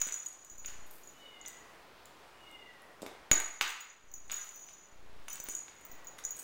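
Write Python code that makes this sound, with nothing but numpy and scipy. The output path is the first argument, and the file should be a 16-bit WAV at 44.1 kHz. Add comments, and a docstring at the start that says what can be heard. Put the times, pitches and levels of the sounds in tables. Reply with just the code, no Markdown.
"""Kittens bat a feather wand with a jingle bell over hardwood in a quiet, bare room, under steady faint noise.
At once pads scuff, the pea excites the bell's modes, claws tick and the stick knocks the boards' resonances.
Feathers swish as filtered noise from 0.9 s; thin far mews, gliding tones, follow at 1.1 and 2.3 s.
The hardest hit falls at 3.3 s; hard chatters tick from 5.3 s and a fainter mew comes at 5.6 s. Throughout, the
camera's gain follows listed notches, down at once and up in steps, and shifts the microphone's resting offset."""
import sys
import numpy as np
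from scipy import signal
from scipy.fft import rfft, irfft, next_fast_len
from scipy.io import wavfile

SR = 44100
rng = np.random.default_rng(int(sys.argv[2]) if len(sys.argv) > 2 else 0)


def pcm_store(signal):
    """Save signal as 16-bit PCM."""
    levels = np.round(np.clip(np.atleast_2d(signal), -1, 1) * 32767)
    wavfile.write(sys.argv[1], SR, levels.astype(np.int16).T)


def gain_from_db(level_db):
    """Turn a decibel level (scalar or array-like) into a linear amplitude factor."""
    decades = np.asarray(level_db, float) / 20
    return 10 ** decades


N = 283563
T = np.arange(N) / SR

# camera gain moves: t/s, notches (negative: down all at once; positive: up one after another)
GAIN_MOVES = [(0, -9), (.016, -1), (.518, 10), (3.315, -14), (3.612, -3), (4.042, 8), (4.926, 9),
              (5.404, -1), (5.488, -1), (5.898, 2), (6.25, -1)]
NOTCH_DB, NOTCH_S = .5, .0342  # size of a notch, time between upward notches
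# spectrum of the steady noise: f/Hz, relative density level/dB
AIR_SPECTRUM = [(24, -34), (40, -0.5), (87, -8), (117, -8), (189, -6), (225, -7), (319, -3), (431, -3),
                (1060, -3), (1360, -5), (2610, -10), (12900, -28.5), (15800, -25.5)]
AIR_DB = -58  # rms level ahead of the camera gain
# wand and paws scuffing over the boards: t/s, level/dB ahead of the mix, time to fade by 20 dB/s
SCUFFS = [(0.003, -48, 0.07), (0.08, -54, 0.31), (0.65, -50, 0.1), (4.3, -46, 0.22), (5.284, -54, 0.26),
          (5.46, -56, 0.12), (6.19, -45.5, 0.01), (6.34, -64, .15)]
# feathers and fur brushing: t/s, level/dB, time to fade by 20 dB/s (negative: grows instead)
SWISHES = [(0.865, -62, 0.1), (0.91, -60, 0.33), (4.36, -62, 0.3), (6.36, -58, -1)]
# reverberation of the bare room by bands: f/Hz, t60/s, relative level/dB
ROOM_BANDS = [(200.75, 0.4, -27), (527, 0.46, -13), (1460, 0.76, -7.0), (3340, 0.65, -10.5),
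              (7430, 0.62, -11), (14000, 0.26, -8.5)]
# clear strikes of the pea: t/s, upper tones' level/dB, lower tones' and top tones' level re upper/dB
PEA_STRIKES = [(0.0153, -22.5, -2.5, -12), (0.123, -30, -3, -22), (0.1414, -25.5, -18, -24),
               (0.2299, -37, -5, -29), (0.2621, -25, -28, -23), (0.4471, -40, -21, -19),
               (0.4993, -41, -25, -18), (0.5816, -36.5, -24, -18), (0.597, -36.5, -17, -18),
               (0.6595, -28, -17, -12), (1.0347, -49, -10, -19), (1.074, -46, -11, -24),
               (1.4135, -42.5, -13, -28), (1.461, -36, -6, -23), (1.476, -31, -10, -15),
               (2.055, -49, -23, -25), (3.3148, -6.5, -5, -17), (3.33, -21.5, -2.5, -11),
               (3.3574, -30, -22, -20), (3.4007, -24.5, -24, -25.5), (3.6104, -31, 3.5, 0),
               (3.678, -34, -1, -13), (3.704, -35, -2, -14), (3.807, -30.5, -27, -18), (3.9, -45, -8, -30),
               (4.115, -47, -1, -7), (4.139, -38, -3, -9), (4.3166, -26, -16, -11),
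               (4.342, -24.5, -20, -23), (4.4915, -40, -21, -24), (4.5602, -45, -2.5, -1),
               (4.665, -39.5, -7.5, -14.5), (4.8368, -44, -21, -30), (5.285, -42.5, -2, -16),
               (5.302, -34.5, -3, -8.5), (5.3293, -35.5, -7, -4), (5.4, -33, -6, -9), (5.438, -41.5, -6, 4),
               (5.4866, -43, 4.5, 1), (5.5055, -34, -3.5, -24), (5.5511, -23, -31, -24),
               (5.583, -31, -26, -32), (5.85, -48, -14, 4), (5.915, -46, -4, 0), (6.0457, -50, -14, -1),
               (6.0705, -37, -14, -14.5), (6.2387, -40, 2, -20), (6.2506, -22.5, -10, -19),
               (6.3072, -30, -22, -9.5)]
# strength of the pea's rolling between strikes: t/s, level/dB
PEA_ROLLING = [(0.0, -39.5), (0.35, -63.5), (0.7, -56), (1.0, -84), (1.08, -60), (1.38, -84), (1.55, -61),
               (1.8, -95), (3.33, -97), (3.45, -56), (3.76, -56.5), (4.0, -75), (4.27, -64.5),
               (4.33, -49.5), (4.75, -57.5), (5.05, -89), (5.3, -82), (5.5, -49), (5.7, -69), (5.87, -63),
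               (6.15, -80), (6.43, -51)]
# the bell's modes, one per row: relative level/dB, t60/s
BELL_MODES = [(-9.5, 0.05), (-12.5, 0.15), (-21.5, 0.043), (-9, 0.013), (-14.5, 0.21), (-8, 0.047),
              (-13.5, 0.06), (-8, 0.04), (-9, 0.06)]
# mode frequencies of the bell, in the same order: f/Hz
BELL_MODE_HZ = [6775, 6812, 6690, 6970, 6085, 6155, 14230, 15290, 15560]
# family of each bell mode: 0 upper, 1 lower, 2 top tones
BELL_MODE_FAMILY = [0, 0, 0, 0, 1, 1, 2, 2, 2]
# claws and hard plastic: t/s, level/dB, centre f/Hz
CLAW_TICKS = [(0.016, -28, 8900), (0.0294, -42, 7800), (0.0684, -39, 7930), (0.073, -27.5, 7600),
              (0.089, -36, 7900), (0.1241, -35, 8000), (0.1334, -36.5, 8140), (0.1414, -32, 8000),
              (0.1504, -39, 8060), (0.2613, -37, 8290), (0.2858, -37.5, 7920), (0.3316, -43, 7850),
              (0.4484, -41, 7800), (0.9108, -36, 12400), (1.459, -44, 7840), (1.483, -30, 7950),
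              (2.0564, -38, 7400), (2.5132, -46, 8200), (2.8202, -46, 10400), (3.019, -38.5, 7750),
              (3.025, -38, 7549), (3.0646, -38.5, 12000), (3.3134, -17.5, 8900), (3.377, -34, 13000),
              (3.401, -23, 8150), (3.6107, -36.5, 8400), (3.6935, -33, 7920), (3.702, -33, 8080),
              (3.805, -42, 8020), (4.139, -41, 7840), (4.3141, -40, 7850), (4.3241, -32, 7800),
              (4.559, -42, 12400), (5.2831, -32, 9470), (5.2994, -35.5, 9850), (5.3566, -29.5, 8060),
              (5.402, -32, 7750), (5.4345, -39, 8130), (5.4875, -27, 8600), (5.5497, -32, 8500),
              (5.5674, -37, 8190), (5.85, -41, 12600), (5.812, -46, 8400), (5.8656, -43, 8400),
              (6.1838, -42, 10330), (6.2424, -38, 9880), (6.2492, -31, 7700), (6.3674, -32.5, 8160),
              (6.38, -43, 8000), (6.4194, -37, 8254)]
# something hard chattering along the boards: t/s, length/s, rate/(ticks per s), level/dB, centre f/Hz
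CHATTER_RUNS = [(5.3234, .025, 182., -40, 7900), (5.4974, .03, 115., -37.5, 7850),
                (6.189, .012, 120., -44, 10900), (6.39, .011, 330., -33.5, 8500)]
# stick and paws on the boards: t/s, level/dB, then thump, crack and bass jolt re that level/dB,
# brightness/(dB per octave)
BOARD_KNOCKS = [(0.0171, -30, -26, -22, -33, 7.5), (0.0682, -40.5, -14.5, -15, -40, 6),
                (0.0881, -39.5, -40, -12, -44, 12), (0.1107, -45, -23, -19, -42, 3),
                (0.648, -45.5, -22, -7, -28, 11), (1.4526, -44, -24, -12, -31, 14),
                (3.02, -45, 0, -3, -27, 6), (3.0302, -49, 2.5, -14, -17.5, 0.1),
                (3.0636, -36, -9.5, -12.5, -23, -3.0172), (3.3146, -14, -11.5, -13, -17, -2.5),
                (3.33, -36, -22, -19, -30, -1), (3.401, -38, -52, -22, -38, 0),
                (3.6114, -19.5, -24.5, -9, -42, 8), (4.2985, -39.5, -33, -16, -31, 6),
                (4.309, -38.5, -27, -14, -34, 5), (4.324, -37.5, -27, -14, -31, 8),
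                (4.329, -38, -25, -14, -32, 4), (4.688, -49, -25.5, -5, -27, 1),
                (5.2826, -39.5, -44.5, -27, -35, -11), (5.4002, -49.5, -9, -15, -25.5, -3),
                (5.46, -47, -19, -13, -19, 4), (5.4857, -42, -10, -12, -27, 0.1),
                (5.6821, -47, -25, -13, -31, 10), (6.1843, -48, -17, -8, -28, 12),
                (6.2496, -57, -14, -11, -21, 0.1)]
# modes of the stick: f/Hz, relative level/dB, t60/s
STICK_MODES = [(1140, -10, 0.004), (1630, -6, 0.0062), (2140, 0.8, 0.0051), (2710, 0, 0.0038),
               (3460, -7, 0.0042)]
# modes of the board: f/Hz, relative level/dB, t60/s
BOARD_MODES = [(264, 6, 0.018), (353, 4, 0.024), (460, 5, 0.012), (620, 4.5, 0.016), (900, -5.5, 0.0075)]
# bass modes of the floor's joists: f/Hz, relative level/dB, t60/s
JOIST_MODES = [(105., 7, 0.035), (190., 11, 0.034)]
# far mews: t/s, length/s, pitch f/Hz, low tone's and high tones' level/dB ahead of the mix
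MEW_CALLS = [(1.13, 0.6, 738.4, -59, -56.5), (2.33, 0.64814, 720, -57.5, -57), (5.6, .55, 723, -64, -81)]
# low tone of a mew: multiple of the starting pitch, share of the sag followed,
# entry, peak and end as shares of the length, relative level/dB
MEW_LOW_TONES = [(3, .99, .1, 0.45, 0.89, -0.1)]
# high tones of a mew, which peak and end earlier: columns as for the low tone
MEW_HIGH_TONES = [(4, 0.302, 0.001, .25, 0.61, 0.3), (5, .6, .05, .2, 0.62, -14.5)]
# shares: hold of the pitch (of the length), depth of the sag (of the pitch), its time (of the length)
MEW_HOLD, MEW_SAG, MEW_SAG_TIME = .22, .125, .24


def unit(x):
    """Normalization: scale to rms 1."""
    return x / np.sqrt(np.mean(x ** 2))


def band(x, hz, width, order=2):
    """Band limitation: pass frequencies around a centre."""
    edges = np.clip([hz - width / 2, hz + width / 2], 20, .49 * SR)
    return signal.sosfilt(signal.butter(order, edges, "band", fs=SR, output="sos"), x)


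def walk(rate):
    """Slow random fluctuation: normal values, rate per second, joined by straight lines."""
    count = int(N * rate / SR) + 2
    return np.interp(T * rate, np.arange(count), rng.standard_normal(count))


def curve(rows):
    """Piecewise linear level in dB; -200 dB outside the rows."""
    t, db = np.transpose(rows)
    return np.interp(T, t, db, left=-200, right=-200)


def camera_gain():
    """Stepped amplification: equal steps in dB accumulate."""
    notch = np.zeros(N)
    for s, count in GAIN_MOVES:
        times = s + NOTCH_S * np.arange(count) if count > 0 else np.full(-count, s)
        np.add.at(notch, (times * SR).astype(int), np.sign(count))
    return gain_from_db(NOTCH_DB * np.cumsum(notch))


GAIN = camera_gain()


def blows(s, db):
    """Impulsive excitation, divided by the camera gain at the instant of each blow."""
    x = np.zeros(N)
    at = np.minimum((np.asarray(s) * SR).astype(int), N - 1)
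    np.add.at(x, at, gain_from_db(db) / GAIN[at])
    return x


def ring(x, hz, t60):
    """Damped resonance: one mode as a turning, decaying pointer whose imaginary part is the sound."""
    pole = np.exp(2j * np.pi * hz / SR - np.log(1000) / (t60 * SR))
    return signal.lfilter([1], [1, -pole], x)


def ring_modes(modes, s, mode_db):
    """Modal superposition: each mode rings to the same blows at its own levels."""
    out = 0
    for (hz, g, t60), db in zip(modes, mode_db):
        out = out + gain_from_db(g) * ring(blows(s, db), hz, t60).imag
    return out


def air():
    """Stationary noise of room and preamp: a shaped spectrum whose octave bands flicker a little."""
    hz, db = np.transpose(AIR_SPECTRUM)
    size = next_fast_len(N)
    f = np.maximum(np.arange(size // 2 + 1) * SR / size, 1)
    noise = rfft(rng.standard_normal(size)) * gain_from_db(np.interp(np.log(f), np.log(hz), db))
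    out, swell = 0, walk(2.19)
    for centre in 31.25 * 2 ** np.arange(10):
        share = np.clip(1 - np.abs(np.log2(f / centre)), 0, 1)
        flicker = gain_from_db(.5 * swell + walk(8))
        out = out + flicker * irfft(noise * share, size)[:N]
    return unit(out) * gain_from_db(AIR_DB)


def rub(strokes, hz, width, grain_db, attack_s=0.0071):
    """Friction noise: barbs, hairs and pads give a grainy hiss that sets in fast, then changes exponentially."""
    grains = rng.standard_normal(N) * gain_from_db(grain_db * walk(250))
    shape = 0
    for s, db, fade_s in strokes:
        onset = np.clip((T - s) / attack_s + 1, 0, 1)
        shape = shape + onset * gain_from_db(db - 20 * np.maximum(T - s, 0) / fade_s)
    return unit(band(grains, hz, width, order=1)) * shape / GAIN


def room(x, gap_s=0.00087):
    """Reverberation: convolution with a noise tail whose decay and strength depend on the band."""
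    t, tail = T[:SR], 0
    for hz, t60, db in ROOM_BANDS:
        noise = unit(band(rng.standard_normal(SR), hz, 0.89 * hz))
        decay = np.exp(-np.log(1000) * t / t60)
        tail = tail + gain_from_db(db) * noise * decay * np.sqrt(hz / t60) / SR * 7.62
    tail = tail * np.clip(t / gap_s - .5, 0, 1)  # a short wait for the first reflections
    return signal.fftconvolve(x, tail)[:N]


def bell(scatter_db=2.5, rate=180.0, roll_family_db=(6.6, 2.5, -9.5), tumble=0.76, width=970.0):
    """Modal excitation: each strike lands on another spot of the shell, so each mode takes another share."""
    s, upper, lower, top = np.transpose(PEA_STRIKES)
    strike_db = [upper, upper + lower, upper + top]
    spot = rng.standard_normal((len(s), len(BELL_MODES)))
    # rolling: chance impacts, rate per second
    rolls = (rng.random(N) < rate / SR) * gain_from_db(curve(PEA_ROLLING)) / GAIN
    out = 0
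    for k, (hz, family, (db, t60)) in enumerate(zip(BELL_MODE_HZ, BELL_MODE_FAMILY, BELL_MODES)):
        hits = blows(s, strike_db[family] + scatter_db * spot[:, k])
        hits = hits + rolls * gain_from_db(roll_family_db[family]) * rng.standard_normal(N)
        # the bell tumbles and the loose pea drags on it: each mode flutters in strength and phase
        flutter = 1 + tumble * (walk(hz / 70) + 1j * walk(hz / 70))
        out = out + gain_from_db(db) * band((flutter * ring(hits, hz, t60)).imag, hz, width, order=1)
    # the pea's own dry contact on the metal
    return out + gain_from_db(9.0) * band(rolls * rng.standard_normal(N), 9500.0, 6000.)


def ticks(length_s=0.0013, cycles=3.76):
    """Transient contact: a damped sine and a differenced noise burst, singly or in even runs."""
    rows = list(CLAW_TICKS)
    for s, length, rate, db, hz in CHATTER_RUNS:
        rows += [(s + lag, db, hz) for lag in np.arange(0, length, 1 / rate)]
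    out, t = np.zeros(N + 512), np.arange(512) / SR
    for (s, db, hz), noise in zip(rows, rng.standard_normal((len(rows), 512))):
        i = int(s * SR)
        tone = np.sin(2 * np.pi * hz * t) * np.exp(-t * hz / cycles)
        scrape = 0.27455 * np.diff(noise, prepend=0) * np.exp(-t / length_s)
        out[i:i + 512] += gain_from_db(db) / GAIN[i] * (tone + scrape)
    return out[:N]


def knocks(scatter_db=3.5, crack_s=0.00056, bounce_s=(.0032, .0075, .016), bounce_db=(-3.0, -7.0, -11.0)):
    """Impact of several bodies: stick, board and joists ring; the springy stick's bounces repeat the crack."""
    s, db, thump, crack, jolt, bright = np.transpose(BOARD_KNOCKS)
    spot = scatter_db * rng.standard_normal((len(s), len(STICK_MODES) + len(BOARD_MODES)))
    stick_db = [db + bright * np.log2(hz / 2290.0) + spot[:, k] for k, (hz, _, _) in enumerate(STICK_MODES)]
    stick = ring_modes(STICK_MODES, s, stick_db)
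    board = ring_modes(BOARD_MODES, s, [db + thump + spot[:, -1 - k] for k in range(len(BOARD_MODES))])
    joist = ring_modes(JOIST_MODES, s, [db + jolt] * len(JOIST_MODES))
    falls = [(0, 0), *zip(bounce_s, bounce_db)]
    hits = sum(blows(s + lag, db + crack + fall) for lag, fall in falls)
    burst = signal.lfilter([1], [1, -np.exp(-1 / (crack_s * SR))], hits) * rng.standard_normal(N)
    cracks = band(gain_from_db(10.0) * hits + gain_from_db(12.5) * burst, 3713.0, 6140.0)
    # a thin stick radiates no bass
    stick = band(stick, 4426.0, 7240.0, order=3)
    return stick + joist + cracks, band(board, 1596.0, 2830.0)


def mews(waver_hz=3.5, smear=0.49, swell=0.71):
    """Gliding tones: three breathy tones make a thin, mew-like whistle; the low one sinks most."""
    out = 0
    for s, length, pitch_hz, low_db, high_db in MEW_CALLS:
        u = (T - s) / length
        sunk = MEW_SAG * (1 - np.exp(-(np.maximum(u - MEW_HOLD, 0) / MEW_SAG_TIME) ** 1.5))
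        waver = waver_hz * walk(30)
        for db, tones in ((low_db, MEW_LOW_TONES), (high_db, MEW_HIGH_TONES)):
            for multiple, follows, enters, peaks, ends, tone_db in tones:
                hz = multiple * (pitch_hz * (1 - follows * sunk) + waver)
                phase = 2 * np.pi * np.cumsum(hz) / SR
                breath = 1 + smear * (walk(140) + 1j * walk(140))
                shape = np.interp(u, [enters, peaks, ends], [0, 1, 0]) ** swell
                out = out + gain_from_db(db + tone_db) * shape * (breath * np.exp(1j * phase)).imag
    return out


def scene():
    """Superposition: near sources and far mews, direct and reverberant, over the steady noise."""
    scuff = rub(SCUFFS, 2290.0, 2430.0, 10.2)
    swish = rub(SWISHES, 13300.0, 7000., 3.17)
    stick, board = knocks()
    far = mews()
    wood = stick + gain_from_db(-3.0) * scuff
    near = bell() + wood + board + ticks() + swish
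    # wood, board and above all the far mews excite the room more
    sent = near + gain_from_db(0.5) * wood + gain_from_db(4.0) * board + gain_from_db(7.0) * far
    return (near + 0.53 * far + room(sent) + air())[None]


def top_cut(x):
    """Nothing passes above the cut-off."""
    return signal.sosfilt(signal.butter(12, 16670, fs=SR, output="sos"), x)


def record(dry, offset=-.059, settle_s=.09, offset_at_start=.004, ceiling=.5, top_hz=15800):
    """Saturation and AC coupling: peaks round, the top is cut, and gain steps shift an offset that sags away."""
    # the gain also scales a constant offset; the coupling capacitor lets each step of it decay
    keep = np.exp(-1 / (settle_s * SR))
    shift = signal.lfilter([1, -1], [1, -keep], offset * (GAIN - GAIN[0]))
    shift = shift + offset_at_start * keep ** np.arange(N)
    rounded = ceiling * np.tanh(dry * GAIN / ceiling)
    sound = signal.sosfilt(signal.ellip(8, .3, 45, top_hz, fs=SR, output="sos"), rounded)
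    mix = sound + shift - .0005  # a small constant offset remains
    return top_cut(mix)


dry = scene()
out = record(dry)
pcm_store(out)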